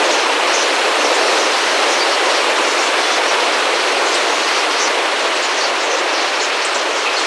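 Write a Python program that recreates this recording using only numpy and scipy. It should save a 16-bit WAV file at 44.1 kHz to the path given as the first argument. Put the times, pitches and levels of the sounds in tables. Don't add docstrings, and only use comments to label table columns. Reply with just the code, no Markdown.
import sys
import numpy as np
from scipy import signal
from scipy.fft import rfft, irfft
from scipy.io import wavfile

SR = 44100
rng = np.random.default_rng(int(sys.argv[2]) if len(sys.argv) > 2 else 0)


def wav_record(signal):
    frames = np.transpose(np.atleast_2d(signal))
    bounded = np.clip(frames, -1, 1)
    quanta = np.round(bounded * 32767).astype(np.int16)
    wavfile.write(sys.argv[1], SR, quanta)


N = 320166
T = np.arange(N) / SR
HZ = np.maximum(np.arange(N // 2 + 1) * SR / N, 1)

# t/s, thrum of pushed air/dB, feather swish/dB
FLOCK_LEVELS = [(0, -17, -17.5), (0.2, -20, -18), (0.8, -20, -17.5), (1.1, -17.5, -17.5), (1.6, -20, -17.5),
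                (1.95, -18, -17.5), (2.2, -19.5, -17.5), (3.6, -21, -18), (4.15, -20, -18),
                (4.6, -22.5, -18), (4.9, -20.5, -18.5), (5.45, -23, -19.0), (5.85, -21, -19.5),
                (6.5, -22.5, -19.5), (7.08, -23.5, -19.5), (7.26, -24, -19)]


def from_db(db):
    return 10 ** (np.asarray(db) / 20)


def rms_one(x):
    return x / np.sqrt(np.mean(x ** 2) + 1e-20)


def in_time(rows):
    s, *columns = np.transpose(rows)
    return [np.interp(T, s, column) for column in columns]


def below(edge_hz, order=4):
    return 1 / np.sqrt(1 + (HZ / edge_hz) ** (2 * order))


def above(edge_hz, order=4):
    return 1 / np.sqrt(1 + (edge_hz / HZ) ** (2 * order))


def coloured(x, gain):
    return rms_one(irfft(rfft(x) * gain, N))


def wobble(rate_hz):
    return coloured(rng.standard_normal(N), below(rate_hz, order=2))


def wing_strokes(pass_s, sharpness, count=70):
    wingbeats_per_s = 12
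    t = T[::40]
    when, pace, phase, size = rng.random((count, 4)).T[:, :, None]
    when = (np.arange(count)[:, None] + when) / count * (T[-1] + 1) - .5
    beats = wingbeats_per_s * (.75 + .5 * pace) * t + phase
    downstroke = (np.sin(np.pi * beats) ** 2) ** abs(sharpness)
    nearness = 1 / (1 + ((t - when) / pass_s) ** 2) ** 2
    power = np.sum((.5 + size) * downstroke * nearness, axis=0)
    return np.interp(T, t, power / power.mean())


def turbulence(strokes, near_share):
    share = np.clip(near_share, 0, 1)
    return rng.standard_normal(N) * np.sqrt(1 - share + share * strokes)


def fluttering(x, flutter_db=1.0, flutter_rate_hz=26, count=14):
    centres = np.linspace(np.log(300), np.log(3500), count)
    spectrum, out = rfft(x), np.zeros(N)
    for weights in np.eye(count):
        band_gain = np.interp(np.log(HZ), centres, weights)
        band = irfft(spectrum * band_gain, N)
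        out += band * rms_one(from_db(flutter_db * wobble(flutter_rate_hz)))
    return irfft(rfft(out) * above(130), N)


def wings(thrum_edge_hz=900, hiss_edge_hz=7500, swish_db=0.5):
    # f/Hz, level per Hz/dB
    rush_colour = [(120, -67), (160, -48), (200, -29), (250, -12.5), (330, -2), (510, 2), (780, -0.5),
                   (1020, -0.67), (1600, -4.5), (2700, -5.5), (3600, -10), (4600, -15), (5800, -17),
                   (7200, -21.5), (8500, -22.5), (11500, -34.5)]
    hz, db = np.transpose(rush_colour)
    colour = from_db(np.interp(np.log(HZ), np.log(hz), db)) * above(92)

    thrum_level, swish_level = in_time(FLOCK_LEVELS)
    surge_db, surge_rate_hz = .4, 2.8
    thrum_level = thrum_level + surge_db * wobble(surge_rate_hz)
    hiss_db, hiss_db_per_swish_db = -35, 3
    hiss_level = hiss_db + hiss_db_per_swish_db * (swish_level - swish_level.mean())

    pushes = wing_strokes(pass_s=0.23, sharpness=9.1)
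    flicks = wing_strokes(pass_s=0.079, sharpness=6.6, count=130)
    swish_colour = colour * above(thrum_edge_hz) * below(hiss_edge_hz)
    thrum = coloured(turbulence(pushes, near_share=0.11), colour * below(thrum_edge_hz))
    swish = coloured(turbulence(flicks, near_share=0.054), swish_colour)
    rush = from_db(thrum_level) * thrum + from_db(swish_level + swish_db) * swish
    fluttered = fluttering(rush)
    hiss = coloured(turbulence(flicks, near_share=0.12), colour * above(hiss_edge_hz))
    return fluttered + from_db(hiss_level) * hiss


def rumble(level_db=-94):
    return from_db(level_db) * wobble(130)


def chirps(rows, buzz_hz, buzz_depth, jitter_hz=800):
    attack_s, release_s = .006, .016
    clear_rasp_hz = 110
    out, buzz_drift = np.zeros(N), wobble(45)
    shake = rms_one(np.tanh(2 * wobble(jitter_hz)))
    for s, length, start_hz, end_hz, rasp_hz, db in rows:
        at = np.arange(max(int(s * SR), 0), min(int((s + length) * SR), N))
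        age = np.clip(T[at] - s, 0, length)
        buzz_rate = buzz_hz * (1 + 0.23 * buzz_drift[at])
        buzz = np.sin(2 * np.pi * np.cumsum(buzz_rate) / SR)
        pitch = start_hz + (end_hz - start_hz) * age / length + rasp_hz * shake[at]
        whistle = np.sin(2 * np.pi * np.cumsum(pitch) / SR)
        swell = np.sqrt(np.clip(np.minimum(age / attack_s, (length - age) / release_s), 0, 1))
        swell *= 1 + buzz_depth * buzz / (1 + (clear_rasp_hz / rasp_hz) ** 2)
        out[at] += np.sqrt(2) * from_db(db) * swell * whistle
    return irfft(rfft(out) * above(2100), N)


def scattered(x, t60, wet_share, count=5):
    t, share = T[:SR // 3], np.clip(wet_share, 0, 1)
    echoes = rng.standard_normal((count, len(t))) * from_db(-60 * t / t60)
    paths = np.array([wobble(5.2) for _ in echoes])
    paths = paths / np.linalg.norm(paths, axis=0)
    wet = np.zeros(N)
    for path, echo in zip(paths, echoes):
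        wet += signal.oaconvolve(x * path, echo / np.linalg.norm(echo))[:N]
    return np.sqrt(1 - share) * x + np.sqrt(share) * wet


def near_calls():
    # t/s, length/s, start pitch f/Hz, end pitch f/Hz, rasp width (rms) f/Hz, level/dB
    call_rows = [(.04, 0.038, 6600, 6400, 250, -27.5), (.105, .052, 6250, 5930, 520, -25),
                 (.48, .03, 4400, 4240, 250, -29), (.53, .048, 5770, 6100, 520, -20),
                 (.58, 0.063, 5900, 6020, 430, -24.5), (.98, .055, 6160, 6170, 280, -27),
                 (1.04, 0.038, 5730, 5400, 450, -25), (1.135, 0.038, 7200, 7900, 800, -29),
                 (1.22, 0.17, 8200, 7400, 900, -37), (1.255, 0.054, 5200, 5000, 650, -30),
                 (1.38, 0.11, 6430, 5580, 600, -28), (1.88, 0.085, 5600, 6160, 600, -30),
                 (2.0, 0.038, 4700, 4600, 220, -21), (2.345, .026, 5630, 5600, 350, -24),
                 (2.61, .04, 6400, 6200, 500, -30), (2.69, 0.074, 4900, 5300, 650, -32),
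                 (2.77, .12, 5950, 7030, 650, -30), (3.035, .125, 3450, 3430, 25, -26.5),
                 (3.09, 0.088, 4770, 5500, 880, -30), (3.275, .045, 5620, 5670, 400, -28),
                 (3.51, .06, 5200, 4900, 594, -36), (3.78, 0.044, 4700, 4700, 646, -28),
                 (4.055, 0.045, 6500, 6840, 500, -30), (4.115, 0.048, 5500, 4880, 800, -25),
                 (4.144, .018, 8100, 8250, 500, -21), (4.168, .012, 7700, 8100, 500, -31),
                 (4.17, .04, 4000, 3300, 100, -28), (4.76, .05, 4550, 4660, 700, -29),
                 (4.79, 0.054, 6150, 6200, 480, -22.5), (4.834, 0.025, 6500, 6050, 520, -22),
                 (4.845, 0.041, 6000, 5000, 650, -27), (5.348, .026, 8100, 7700, 450, -32),
                 (5.42, 0.046, 6800, 6250, 600, -29), (5.425, .045, 4800, 4400, 550, -27.5),
                 (5.565, 0.055, 6050, 5900, 380, -27), (5.607, .025, 8000, 7700, 700, -35),
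                 (5.625, .05, 5970, 5680, 600, -30), (5.605, 0.029, 4500, 4350, 260, -23),
                 (5.634, .026, 4690, 4500, 300, -22.5), (5.83, .04, 7450, 6900, 650, -34),
                 (5.9, 0.06, 5840, 5770, 500, -28.5), (6.12, 0.11, 5360, 4200, 550, -30),
                 (6.265, .035, 4700, 4470, 400, -29), (6.35, 0.021, 5400, 5900, 450, -26),
                 (6.402, 0.059, 6100, 5900, 705, -25), (6.397, 0.02, 4380, 4270, 200, -21),
                 (6.615, 0.034, 4400, 5870, 850, -24.5), (6.648, 0.018, 7650, 7750, 650, -21),
                 (6.668, .014, 7600, 7400, 650, -31), (6.718, .026, 8100, 7950, 250, -34),
                 (6.745, 0.027, 6870, 6700, 600, -25), (6.95, 0.059, 5970, 6100, 990, -33),
                 (7.04, 0.061, 2780, 2460, 150, -21.5), (7.162, 0.036, 4470, 4260, 230, -22),
                 (7.175, 0.035, 6200, 7300, 1000, -30)]
    calls = chirps(call_rows, buzz_hz=187.5, buzz_depth=0.64)
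    return from_db(-1.0) * scattered(calls, t60=0.14, wet_share=0.35)


def chatter(low_hz=4200, high_hz=6700, rasp_hz=550, under_swish_db=-20.5, count=1100):
    # t at the middle/s, half length/s
    lull_times = [(.36, .1), (0.882, 0.11), (2.21, 0.032), (2.54, 0.1), (2.93, 0.061), (3.367, 0.032),
                  (3.66, 0.085), (4.683, 0.022), (4.97, .07), (5.11, 0.09), (5.293, 0.061), (5.754, 0.045),
                  (6.065, 0.043), (6.533, 0.023), (6.87, 0.041)]
    lull_db = -10
    when, length, pitch, glide, depth = rng.random((count, 5)).T
    _, swish_level = in_time(FLOCK_LEVELS)
    start_hz = low_hz * (high_hz / low_hz) ** pitch
    end_hz = start_hz * (1.05 - .12 * glide)
    length_s = 0.0295 + 0.0655 * length
    call_db = under_swish_db - 20 * np.log10((.5 + depth) * start_hz / low_hz)
    rasps = np.full(count, rasp_hz)
    rows = np.column_stack([when * T[-1], length_s, start_hz, end_hz, rasps, call_db])
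    lulls = [np.exp(-np.square(((T - s) / half) ** 2)) for s, half in lull_times]
    hush = np.max(lulls, axis=0)
    calls = chirps(rows, buzz_hz=181.0, buzz_depth=0.76)
    return from_db(swish_level + lull_db * hush) * scattered(calls, t60=0.091, wet_share=0.65)


def call_ticks(t60=0.011):
    # t/s, level/dB
    onsets = [(4.143, -8), (5.612, -16), (6.648, -13), (6.746, -16)]
    burst = sum(from_db(db - 60 * np.abs(T - s) / t60) * (T >= s) for s, db in onsets)
    bright = signal.butter(6, [1200, 8300], "band", fs=SR, output="sos")
    return signal.sosfilt(bright, burst * rng.standard_normal(N))


def scene():
    mix = wings() + rumble() + near_calls() + chatter() + call_ticks()
    return np.tile(mix, (2, 1))


def record(dry):
    # f/Hz, width f/Hz, level/dB
    housing_ripples = [(4170, 690, 2.5), (4350, 100, 2)]
    ripple_db = sum(db / (1 + (2 * (HZ - hz) / width) ** 2) for hz, width, db in housing_ripples)
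    heard = irfft(rfft(dry) * from_db(ripple_db), N)
    heard = heard / (1 + (heard / .92) ** 16) ** (1 / 16)
    cutoff_hz = 11600
    steep_cut = signal.ellip(12, .1, 90, cutoff_hz, fs=SR, output="sos")
    return signal.sosfilt(steep_cut, heard)


dry = scene()
out = record(dry)
wav_record(out)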